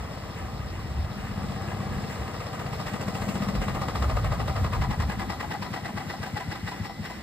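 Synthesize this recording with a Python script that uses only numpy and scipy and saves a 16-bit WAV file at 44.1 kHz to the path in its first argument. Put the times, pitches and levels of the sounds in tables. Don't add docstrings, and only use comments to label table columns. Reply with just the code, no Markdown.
import sys
import numpy as np
from scipy import signal
from scipy.fft import rfft, irfft
from scipy.io import wavfile
from scipy.ndimage import uniform_filter1d

SR = 44100
rng = np.random.default_rng(int(sys.argv[2]) if len(sys.argv) > 2 else 0)


def file_out(sig):
    cols = np.atleast_2d(sig).T
    lim = np.clip(cols, -1, 1)
    pcm = np.round(lim * 32767).astype(np.int16)
    wavfile.write(sys.argv[1], SR, pcm)


N = 318402

# time in seconds, speed in cycles per second.
SPEED = [(0, 15.61), (.5, 16.58), (1.16, 14.9), (1.43, 16.11), (2.05, 17.13), (2.5, 15.53), (2.96, 13.93),
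         (3.55, 15.49), (3.95, 14.37), (4.4, 12.58), (4.85, 11.13), (5.4, 9.3), (5.85, 8.5), (6.2, 7.56),
         (6.6, 6.28), (7.22, 4.05)]
# peak time in seconds, deep buffet in dB, quicker flutter in dB,
# half length in seconds, pitch of the buffet in Hz before a slow wobble of its phase.
GUSTS = [(0.0, -33, -53, 0.043, 70), (0.901, -35, -50, 0.029, 70), (0.999, -24, -42, 0.041, 70),
         (2.212, -32, -47, 0.03, 70), (2.785, -33.5, -50, .025, 75), (3.599, -25, -31.5, 0.04, 48),
         (4.017, -21.5, -41, 0.032, 65), (4.075, -25, -26, 0.021, 75), (4.145, -25, -31, 0.039, 55),
         (4.27, -24, -29, 0.048, 55.3), (4.412, -33, -29.5, .03, 55), (4.501, -26, -30, 0.031, 75),
         (4.614, -22, -30.5, 0.044, 97), (4.801, -24, -26.5, 0.032, 58), (4.894, -23, -26, 0.027, 60),
         (4.996, -31, -30, 0.022, 75), (5.064, -22.5, -37, 0.025, 66), (5.16, -37, -34, .03, 60)]
GUST_EDGE_DB = 9


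def from_db(db):
    return 10 ** (np.asarray(db) / 20)


def rms_one(x):
    return x / np.sqrt(np.mean(x ** 2) + 1e-20)


def in_time(rows):
    s, *columns = np.transpose(rows)
    return [np.interp(np.arange(N) / SR, s, column) for column in columns]


def at_hz(points):
    table_hz, values = np.array(points).T
    hz = np.maximum(np.arange(N // 2 + 1) * SR / N, 1)
    return np.interp(np.log(hz), np.log(np.maximum(table_hz, 1)), values)


def white():
    return rng.standard_normal(size=(3, N))


def drift(corner_hz):
    r = np.exp(-80 * np.pi * corner_hz / SR)
    coarse = rng.standard_normal(N // 40 + 2002)
    slow = signal.lfilter([1], [1, -2 * r, r * r], coarse)[2000:]
    return np.interp(np.arange(N) / 40, np.arange(len(slow)), rms_one(slow))


def clatter(spread_db):
    return white() * from_db(spread_db * drift(156))


def follow(rule, levels_db):
    mean_db, *shares = rule
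    return mean_db + sum(share * (db - db.mean()) for share, db in zip(shares, levels_db))


def at_ports(excite, spectrum, peaks=()):
    # frequency in Hz, lead of the left in radians.
    port_phase = [(0, 0), (860, -1.2), (2070, 0.6), (2670, 2.9), (3100, 2.2), (5510, -3.9), (7670, -0.3),
                  (8790, 0.5), (9730, 3.0), (10900, 3.3), (11800, 6.1), (13000, 6.4), (14500, 9.4),
                  (15400, 9.6)]
    # frequency in Hz, share of power common to both.
    common = [(30, .98), (60, .94), (250, .8), (600, .9), (1200, .93), (2500, .65), (5000, .6), (8000, .92),
              (15000, .92)]
    hz, gain_db = np.arange(N // 2 + 1) * SR / N, at_hz(spectrum)
    for centre_hz, width_hz, level_db in peaks:
        gain_db = gain_db + level_db / (1 + (2 * (hz - centre_hz) / width_hz) ** 2)
    both, left, right = rfft(excite) * from_db(gain_db)
    half_turn = np.exp(.5j * np.interp(hz, *np.transpose(port_phase)))
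    share = np.clip(at_hz(common), 0, 1)
    shared = np.sqrt(share) * both * [half_turn, 1 / half_turn]
    own = np.sqrt(1 - share) * np.array([left, right])
    return rms_one(irfft(shared + own, N))


def resonate(x, hz, width_hz):
    r = np.exp(-np.pi * width_hz / SR)
    return rms_one(signal.lfilter([1, 0, -1], [1, -2 * r * np.cos(2 * np.pi * hz / SR), r * r], x))


def blows(starts, lag):
    count = np.arange(len(starts))
    at_s = np.interp(count + lag, count, starts) + rng.normal(0, 0.00036, len(starts))
    return np.clip(at_s * SR + SR, 0, N + SR).astype(int)


def struck(at, modes, band_hz, uneven_db):
    out = 0
    for k, (hz, level_db, t60_s) in enumerate(modes):
        kicks = np.zeros(N + SR + 1) + 1e-18
        sign = (-1) ** k
        kicks[at] = sign * from_db(level_db + rng.normal(0, uneven_db, len(at)))
        r, w = from_db(-60 / (t60_s * SR)), 2 * np.pi * hz / SR
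        out = out + signal.lfilter([0, np.sin(w)], [1, -2 * r * np.cos(w), r * r], kicks)
    band = signal.butter(2, band_hz, "band", fs=SR, output="sos")
    out = signal.sosfilt(band, out)[SR:SR + N]
    return out / np.sqrt(uniform_filter1d(out ** 2, size=SR // 2) + 1e-12)


def cycle_starts():
    first_puff_s = -0.0206
    s = np.arange(-SR // 2, N + SR) / SR
    turns = np.cumsum(np.interp(s, *np.transpose(SPEED))) / SR
    turns = turns - np.interp(first_puff_s, s, turns)
    return np.interp(np.arange(np.ceil(turns[0]), turns[-1]), turns, s)


def exhaust(starts, pipe_db, boom_db, speed):
    # frequency in Hz, relative level in dB, 60 dB decay time in seconds.
    pipe_modes = [(70, -8, 0.13), (103.6, 5.5, 0.14), (143, -7.5, 0.035), (169.5, 0, 0.18)]
    can_modes = [(194.4, 2.5, 0.08), (246.5, -9, 0.077)]
    boom_modes = [(134.3, 0, 0.26)]
    # time in seconds, level in dB.
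    can_levels = [(0, -51), (.66, -45), (1.05, -51), (1.18, -38), (1.27, -42), (1.4, -34.5), (1.55, -38),
                  (1.65, -44), (1.82, -37), (2.05, -36), (2.19, -47), (2.87, -48.5), (2.94, -32.5),
                  (3.01, -50), (3.08, -31), (3.15, -40.5), (3.28, -30), (3.43, -30.5), (3.62, -37),
                  (3.69, -34.5), (3.84, -42.5), (4.6, -51), (4.89, -36.5), (5.15, -38), (5.45, -48),
                  (6, -42), (6.3, -46), (6.9, -41.5), (7.22, -51)]
    lead, lead_s = .185, .0027
    surge_lag_s = 0.01541
    surge_db = 1.5 - 13 * np.maximum(8.9 - speed, 0)
    opens = blows(starts - lead_s, -lead)
    pipe = struck(opens, pipe_modes, band_hz=[65, 235], uneven_db=0.94)
    boom = struck(opens, boom_modes, band_hz=[90, 200], uneven_db=1.5)
    can = struck(opens, can_modes, band_hz=[130, 280], uneven_db=1.5)
    surge = from_db(surge_db) * np.roll(can, int(surge_lag_s * SR))
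    can = (can + surge) / np.sqrt(1 + from_db(2 * surge_db))
    can_db, = in_time(can_levels)
    return from_db(pipe_db) * pipe + from_db(boom_db) * boom - from_db(can_db) * can


def house_walls(note):
    lags_s, levels_db = (0.02104, 0.01292), (-16, -10)
    return np.array([from_db(db) * np.roll(note, int(lag_s * SR)) for lag_s, db in zip(lags_s, levels_db)])


def puff(starts, column, depth, uneven_db):
    # share of the cycle, then relative rasp, hiss and casing in dB before the depth factor.
    quick_cycle = [(0, -5, -8, -18), (.03, -10.5, -2, -11), (.07, 1, -4.5, 5), (.12, -1.5, 1.5, 4),
                   (.18, -4, 0, 1), (.25, -3, -4.5, -20), (.31, -0.5, -2, -3.5), (.37, -2, -6.5, -3),
                   (.45, -3.5, -5.5, 3.5), (.56, -9, -9.5, -7.5), (.8, -10.5, -12, -7.5),
                   (1, -9.5, -8, -26)]
    slow_cycle = [(0, -6, -5, -10), (.05, -2, -1.5, -3), (.11, 1.5, 1.5, 3), (.17, -1, 0, 1),
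                  (.26, -8, -6, -12), (.33, 0.5, -1.5, 2), (.39, -5, -4, -5), (.5, -7, -6, -5),
                  (.75, -10, -8, -9), (1, -8, -6, -12)]
    slow_full, slow_from = 7.4, 9.2
    turns = np.interp(np.arange(N) / SR, starts, np.arange(len(starts)))
    quick_db, slow_db = [np.interp(turns % 1, np.array(rows)[:, 0], np.array(rows)[:, column])
                         for rows in (quick_cycle, slow_cycle)]
    slowed = np.interp(in_time(SPEED)[0], [slow_full, slow_from], [1, 0])
    shape_db = quick_db + slowed * (slow_db - quick_db)
    strength_db = rng.normal(0, uneven_db, len(starts))[turns.astype(int)]
    strength_db = strength_db * np.sin(np.pi * (turns % 1))
    gain = from_db(np.clip(depth, 0, 2) * shape_db + strength_db)
    return gain / np.sqrt(uniform_filter1d(gain ** 2, size=SR // 2))


def growl(shake, knocks, cart_db):
    # frequency in Hz, relative density in dB per Hz.
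    growl_colour = [(180, -3.5), (280, 1), (380, -2.5), (500, -1.5), (620, -1), (750, -3.5), (1000, -59)]
    # frequency in Hz, width in Hz, added level in dB.
    growl_peaks = [(453, 45, 3.8), (540, 46, 3.2)]
    # mean in dB, then shares of the swings of rasp, airy top and casing.
    growl_rule = (-45.3, 0.75, 0.4, -0.1263)
    # frequency in Hz, relative level in dB, 60 dB decay time in seconds.
    frame_modes = [(430, -1.5, .12), (485, -0.5, .12)]
    level = from_db(follow(growl_rule, cart_db))
    gas = at_ports(shake ** 0.42 * clatter(1.5), growl_colour, growl_peaks)
    frame = struck(knocks, frame_modes, band_hz=[200, 800], uneven_db=1.5)
    return level * (gas + from_db(-8) * frame)


def rasp(shake, level_db):
    # frequency in Hz, relative density in dB per Hz.
    rasp_colour = [(450, -47), (620, -1), (750, 0), (900, -2.5), (1250, -1.5), (1450, -11.5), (1800, -71)]
    # frequency in Hz, width in Hz, added level in dB.
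    rasp_peaks = [(775, 22, 8.5)]
    return from_db(level_db) * at_ports(shake * clatter(1.1), rasp_colour, rasp_peaks)


def hiss(gas, loose, cart_db):
    # frequency in Hz, relative density in dB per Hz.
    hiss_colour = [(1150, -19), (1450, -2), (2000, -1), (2300, -6.5), (2900, -3), (3400, -17), (4000, -33)]
    rattle_colour = [(2500, -34), (3200, 6), (4000, 3), (5300, -0.5), (6300, -16), (8000, -14)]
    # frequency in Hz, width in Hz, added level in dB.
    hiss_peaks = [(1560, 17, 4.7), (1934, 210, 4), (2580, 240, 2.5)]
    rattle_peaks = [(3740, 70, 5.5), (4180, 70, 6), (5170, 830, 9.9)]
    # mean in dB, then shares of the swings of rasp, airy top and casing.
    hiss_rule = (-45.5, 0.12, 0.31, 0.13)
    jet = at_ports(gas * clatter(0.66), hiss_colour, hiss_peaks)
    rattle = at_ports(loose ** 0.9 * clatter(1.4), rattle_colour, rattle_peaks)
    return from_db(follow(hiss_rule, cart_db)) * (jet + from_db(-5.0) * rattle)


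def airy_top(gas, level_db):
    # frequency in Hz, relative density in dB per Hz.
    top_colour = [(4500, -55), (6000, -3), (8000, -1), (10000, -9), (12500, -13), (14000, -8.5),
                  (15600, -5)]
    return from_db(level_db) * at_ports(gas ** 0.89 * clatter(1.7), top_colour)


def casing(ringing, level_db):
    # frequency in Hz, relative density in dB per Hz.
    casing_colour = [(600, -32), (750, -11.5), (1200, -22), (2100, -18.5), (2300, -52), (5000, -47),
                     (6000, -70)]
    # frequency in Hz, width in Hz, added level in dB.
    casing_peaks = [(775, 48, 11.5), (842.4, 45, 17), (1627, 34, 11.7), (1944, 58, 17.5), (4300, 100, 6)]
    return from_db(level_db) * at_ports(ringing * clatter(3.9), casing_colour, casing_peaks)


def knock(knocks, cart_db, cover_db):
    # frequency in Hz, relative level in dB, 60 dB decay time in seconds.
    head_modes = [(1100, 4.5, 0.018), (1230, -2.5, 0.09), (840, -9, 0.04), (2270, -16, 0.016),
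                  (4090, -20, 0.019)]
    cover_modes = [(831, -2, 0.093), (1566, -4, 0.073), (1960, -2, 0.072)]
    # mean in dB, then shares of the swings of rasp, airy top and casing.
    knock_rule = (-53, 2.2, -0.1, -0.16)
    head = struck(knocks, head_modes, band_hz=[500, 5000], uneven_db=2.5)
    cover = struck(knocks, cover_modes, band_hz=[500, 3000], uneven_db=2.5)
    return from_db(follow(knock_rule, cart_db)) * head + from_db(cover_db) * cover


def seating(starts):
    # frequency in Hz, relative level in dB, 60 dB decay time in seconds.
    seat_modes = [(788, 1, 0.042), (666, -7.5, 0.06), (986, -5.5, 0.074), (1310, -12, 0.041),
                  (1967, -16, .05), (4350, -18, 0.018)]
    lag, lag_s = .17, .027
    bounce_s, bounce_db = .013, -4
    late = ((lag_s + rng.normal(0, 0.00198, len(starts))) * SR).astype(int)
    at = np.minimum(blows(starts, lag) + late, N + SR)
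    clack = struck(at, seat_modes, band_hz=[400, 6000], uneven_db=3.5)
    return rms_one(clack + from_db(bounce_db) * np.roll(clack, int(bounce_s * SR)))


def valve_gear(starts, cart_db):
    # frequency in Hz, relative level in dB, 60 dB decay time in seconds.
    tappet_modes = [(2704, 10.5, 0.067), (2940, -2, 0.055), (3410, -1, 0.05), (3780, -3.5, 0.035),
                    (4100, -0.5, 0.06), (4620, -0.5, 0.027), (5060, -3, 0.027)]
    # mean in dB, then shares of the swings of rasp, airy top and casing.
    tick_rule = (-63.5, 0.4, 1.32, 0.06)
    tick = struck(blows(starts, .09), tappet_modes, band_hz=[2000, 7000], uneven_db=4.5)
    return from_db(follow(tick_rule, cart_db)) * tick


def bodywork(shake, knocks, panels_db, speed, ticks):
    # frequency in Hz, width in Hz.
    panels = [(340, 31), (600, 92), (990, 110), (1215, 43), (1660, 54), (1930, 150)]
    # frequency in Hz, width in Hz, relative level in dB.
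    whines = [(2000, 60, 2.5), (4170, 130, -13)]
    grit, kicks = clatter(2.0), np.zeros(N + SR + 1)
    kicks[knocks] = from_db(rng.normal(0, 2.5, len(knocks)))
    shaken = shake * grit + from_db(-8) * rms_one(kicks[SR:SR + N])
    cycle = np.searchsorted(knocks - SR, np.arange(N) + SR // 100)
    favour_db = rng.normal(0, 2.2, size=(len(knocks) + 1, len(panels)))
    favour = from_db(favour_db)[cycle].T
    hum = ticks
    for panel, level_db, gain in zip(panels, panels_db, favour):
        hum = hum + from_db(level_db) * resonate(shaken * gain, *panel)
    whine_db = -55 - 3 * np.maximum(speed - 7.2, 0) + 1.3 * drift(12)
    for hz, width_hz, level_db in whines:
        tone = resonate(resonate(grit, hz, width_hz), hz, width_hz)
        hum = hum + from_db(whine_db + level_db) * tone
    return np.std(hum) * at_ports(hum, [(100, 0), (200, 0)])


def whistle():
    # time in seconds, mean frequency in Hz, level in dB before waver and side gain.
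    belt = [(6.7, 5450, -84), (6.77, 5450, -64), (6.83, 5450, -69), (6.91, 5440, -61), (6.97, 5440, -76),
            (7.02, 5440, -74), (7.05, 5450, -63), (7.17, 5480, -65), (7.22, 5480, -82)]
    hz, level_db = in_time(belt)
    fade = np.clip((np.arange(N) / SR - belt[0][0]) / .05, 0, 1)
    tone = np.sin(2 * np.pi * np.cumsum(hz + 40 * drift(120)) / SR)
    level = from_db(level_db + 4.9 * drift(30))
    return np.sqrt(2) * fade * level * tone * [[1.2], [.6]]


def whirr(cart_db):
    # frequency in Hz, relative density in dB per Hz.
    whirr_colour = [(40, -14), (100, -1.5), (200, 3.5), (350, -8), (700, -16.5), (1300, -15.5),
                    (2000, -21.5), (4000, -24.5), (8000, -31.5), (15500, -36)]
    # mean in dB, then shares of the swings of rasp, airy top and casing.
    whirr_rule = (-41, 0.33, -0.14, 0.1531)
    return from_db(follow(whirr_rule, cart_db) + 0.86 * drift(8.1)) * at_ports(white(), whirr_colour)


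def wind():
    # time in seconds, level in dB before its random drift.
    breeze = [(0, -47), (.4, -40.5), (.85, -36), (1.15, -40), (2, -44.5), (3.4, -43.5), (3.7, -38),
              (3.93, -35.5), (4.1, -32.5), (4.95, -33.5), (5.2, -37), (5.7, -52), (7.22, -52)]
    # frequency in Hz, relative density in dB per Hz.
    wind_colour = [(15, -36), (30, -8.5), (45, 0), (65, 4.5), (85, -1.5), (120, -17), (250, -24),
                   (600, -71)]
    flutter_colour = [(50, -11), (80, -3), (100, 0), (130, 2.5), (180, -15.5), (300, -23), (600, -60)]
    breeze_db = in_time(breeze)[0] + 3.2 * drift(8.1)
    flutter_db = -36.5 + 1.17 * (breeze_db + 33.0) + 2.4 * drift(4.6)
    flutter = eddies(flutter_colour, gusty(flutter_db, column=2))
    return eddies(wind_colour, breeze_db) + buffets() + flutter


def eddies(spectrum, level_db):
    rumble = at_ports(white(), spectrum)
    lumps = uniform_filter1d(np.mean(rumble ** 2, axis=0), size=SR // 25)
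    return from_db(level_db) * rumble / (lumps + 0.073) ** 0.45


def gusty(calm_db, column):
    s, power = np.arange(N) / SR, from_db(2 * calm_db)
    for row in GUSTS:
        swell_db = row[column] - GUST_EDGE_DB * ((s - row[0]) / row[3]) ** 2
        power = power + from_db(2 * np.maximum(swell_db, -120))
    return 10 * np.log10(power)


def buffets():
    s, wobble, out = np.arange(N) / SR, 0.5 * drift(14.5), 0
    chances = rng.uniform(-1.03, 1, size=(len(GUSTS), 2))
    for (at, level_db, _, half_s, hz), (start, skew) in zip(GUSTS, chances):
        swell = from_db(np.maximum(level_db - GUST_EDGE_DB * ((s - at) / half_s) ** 2, -120))
        port_gap = 0.35 * skew * np.array([[1], [-1]])
        out = out + swell * np.sin(2 * np.pi * hz * (s - at) + wobble + np.pi * start + port_gap)
    return np.sqrt(2) * out


def scene():
    # time in seconds, then rasp, airy top and casing ring in dB.
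    cart = [(0, -44, -59.5, -67), (.9, -46, -59, -69), (1.3, -43.5, -58.5, -63), (1.5, -43, -53.5, -65),
            (1.8, -41, -56, -67), (2.1, -42, -52.5, -67), (2.45, -41, -55, -59), (2.75, -40.5, -53, -53),
            (3.3, -40, -48, -56), (3.6, -39, -51.5, -53), (3.95, -37, -52.5, -49), (4.5, -38, -56.5, -48.5),
            (4.85, -39.5, -56, -44.5), (5.15, -42, -55.5, -45), (5.45, -41.5, -55.5, -41.5),
            (6, -44, -56, -45.5), (6.3, -45, -53.5, -43), (6.9, -48.5, -56.5, -46.5), (7.22, -49, -58, -58)]
    # time in seconds, then pipe, valve seating and each of the panels in dB.
    facing = [(0, -43.5, -63, -61, -51, -64, -60, -70, -73), (.7, -40.5, -62, -52, -57, -71, -62, -70, -68),
              (1.25, -40, -64, -60, -58, -57, -52, -61, -67),
              (1.7, -35.5, -49, -47.5, -63, -66, -59, -52, -55),
              (2.1, -39.5, -54, -57, -57, -60, -57, -53, -54),
              (2.6, -40, -62, -65, -49, -56, -47, -60, -61),
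              (3.2, -36.5, -44.5, -56, -48, -49, -53, -71, -59),
              (3.7, -36.5, -55, -48, -46, -63, -48.5, -62, -49),
              (4.2, -35.5, -56, -60, -40, -60, -43.5, -69, -61),
              (4.55, -38, -49, -58, -44.5, -44.5, -44, -68, -66),
              (4.9, -38, -43, -58, -67, -40, -54, -55, -59),
              (5.2, -40, -47, -50, -53, -44.5, -64, -50, -50),
              (5.6, -42.5, -42, -53, -66, -48, -64, -66, -58),
              (6.2, -40, -46.5, -53, -66, -67, -65, -65, -66),
              (6.8, -36.5, -48, -55, -71, -52, -56, -61, -75),
              (7.22, -47, -50, -61, -64, -62, -66, -66, -69)]
    # time in seconds, low boom and struck cover in dB.
    rings = [(0, -49, -68), (.6, -43.5, -66), (1.2, -49, -64), (1.6, -40, -67), (2.0, -42, -64),
             (2.35, -49, -64), (2.7, -40, -65), (3.2, -42.5, -61), (4.0, -45.5, -56), (4.8, -46, -58),
             (5.3, -50, -51), (5.7, -48, -48), (6.3, -50, -47), (6.7, -50, -51), (7.22, -55, -58)]
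    cart_db = rasp_db, top_db, casing_db = in_time(cart)
    pipe_db, seat_db, *panels_db = in_time(facing)
    boom_db, cover_db = in_time(rings)
    speed, = in_time(SPEED)
    starts = cycle_starts()
    knocks = blows(starts, .085)

    turn_s, turn_lasts_s = 5.07, 0.37
    pan_db = np.interp(np.arange(N) / SR, [turn_s, turn_s + turn_lasts_s], [4, 6.5])
    side = from_db(np.array([pan_db, -pan_db]) / 2)

    depth = 0.44 + 0.05 * (casing_db - casing_db.mean()) + 2.1 / speed
    shake = puff(starts, column=1, depth=depth, uneven_db=0.5)
    gas = puff(starts, column=2, depth=depth, uneven_db=2.0)
    ringing = puff(starts, column=3, depth=depth, uneven_db=1.8)
    loose = puff(starts, column=2, depth=depth, uneven_db=2.5)

    note = exhaust(starts, pipe_db, boom_db, speed)
    low = house_walls(note) + note * side ** 0.49
    puffs = side * (growl(shake, knocks, cart_db) + rasp(shake, rasp_db))
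    treble = hiss(gas, loose, cart_db) + airy_top(gas, top_db)
    blows_heard = knock(knocks, cart_db, cover_db) + from_db(seat_db) * seating(starts)
    metal = side ** 0.43 * (casing(ringing, casing_db) + blows_heard)
    ticks = valve_gear(starts, cart_db)
    body = side ** 0.5 * bodywork(shake ** 1.56, knocks, panels_db, speed, ticks)
    return low + puffs + treble + metal + body + whistle() + whirr(cart_db) + wind()


def record(dry):
    low_hz, cutoff_hz = 35.6, 15650
    dry = signal.sosfilt(signal.butter(2, low_hz, "high", fs=SR, output="sos"), dry)
    return signal.sosfilt(signal.ellip(10, .5, 80, cutoff_hz, fs=SR, output="sos"), dry)


dry = scene()
out = record(dry)
file_out(out)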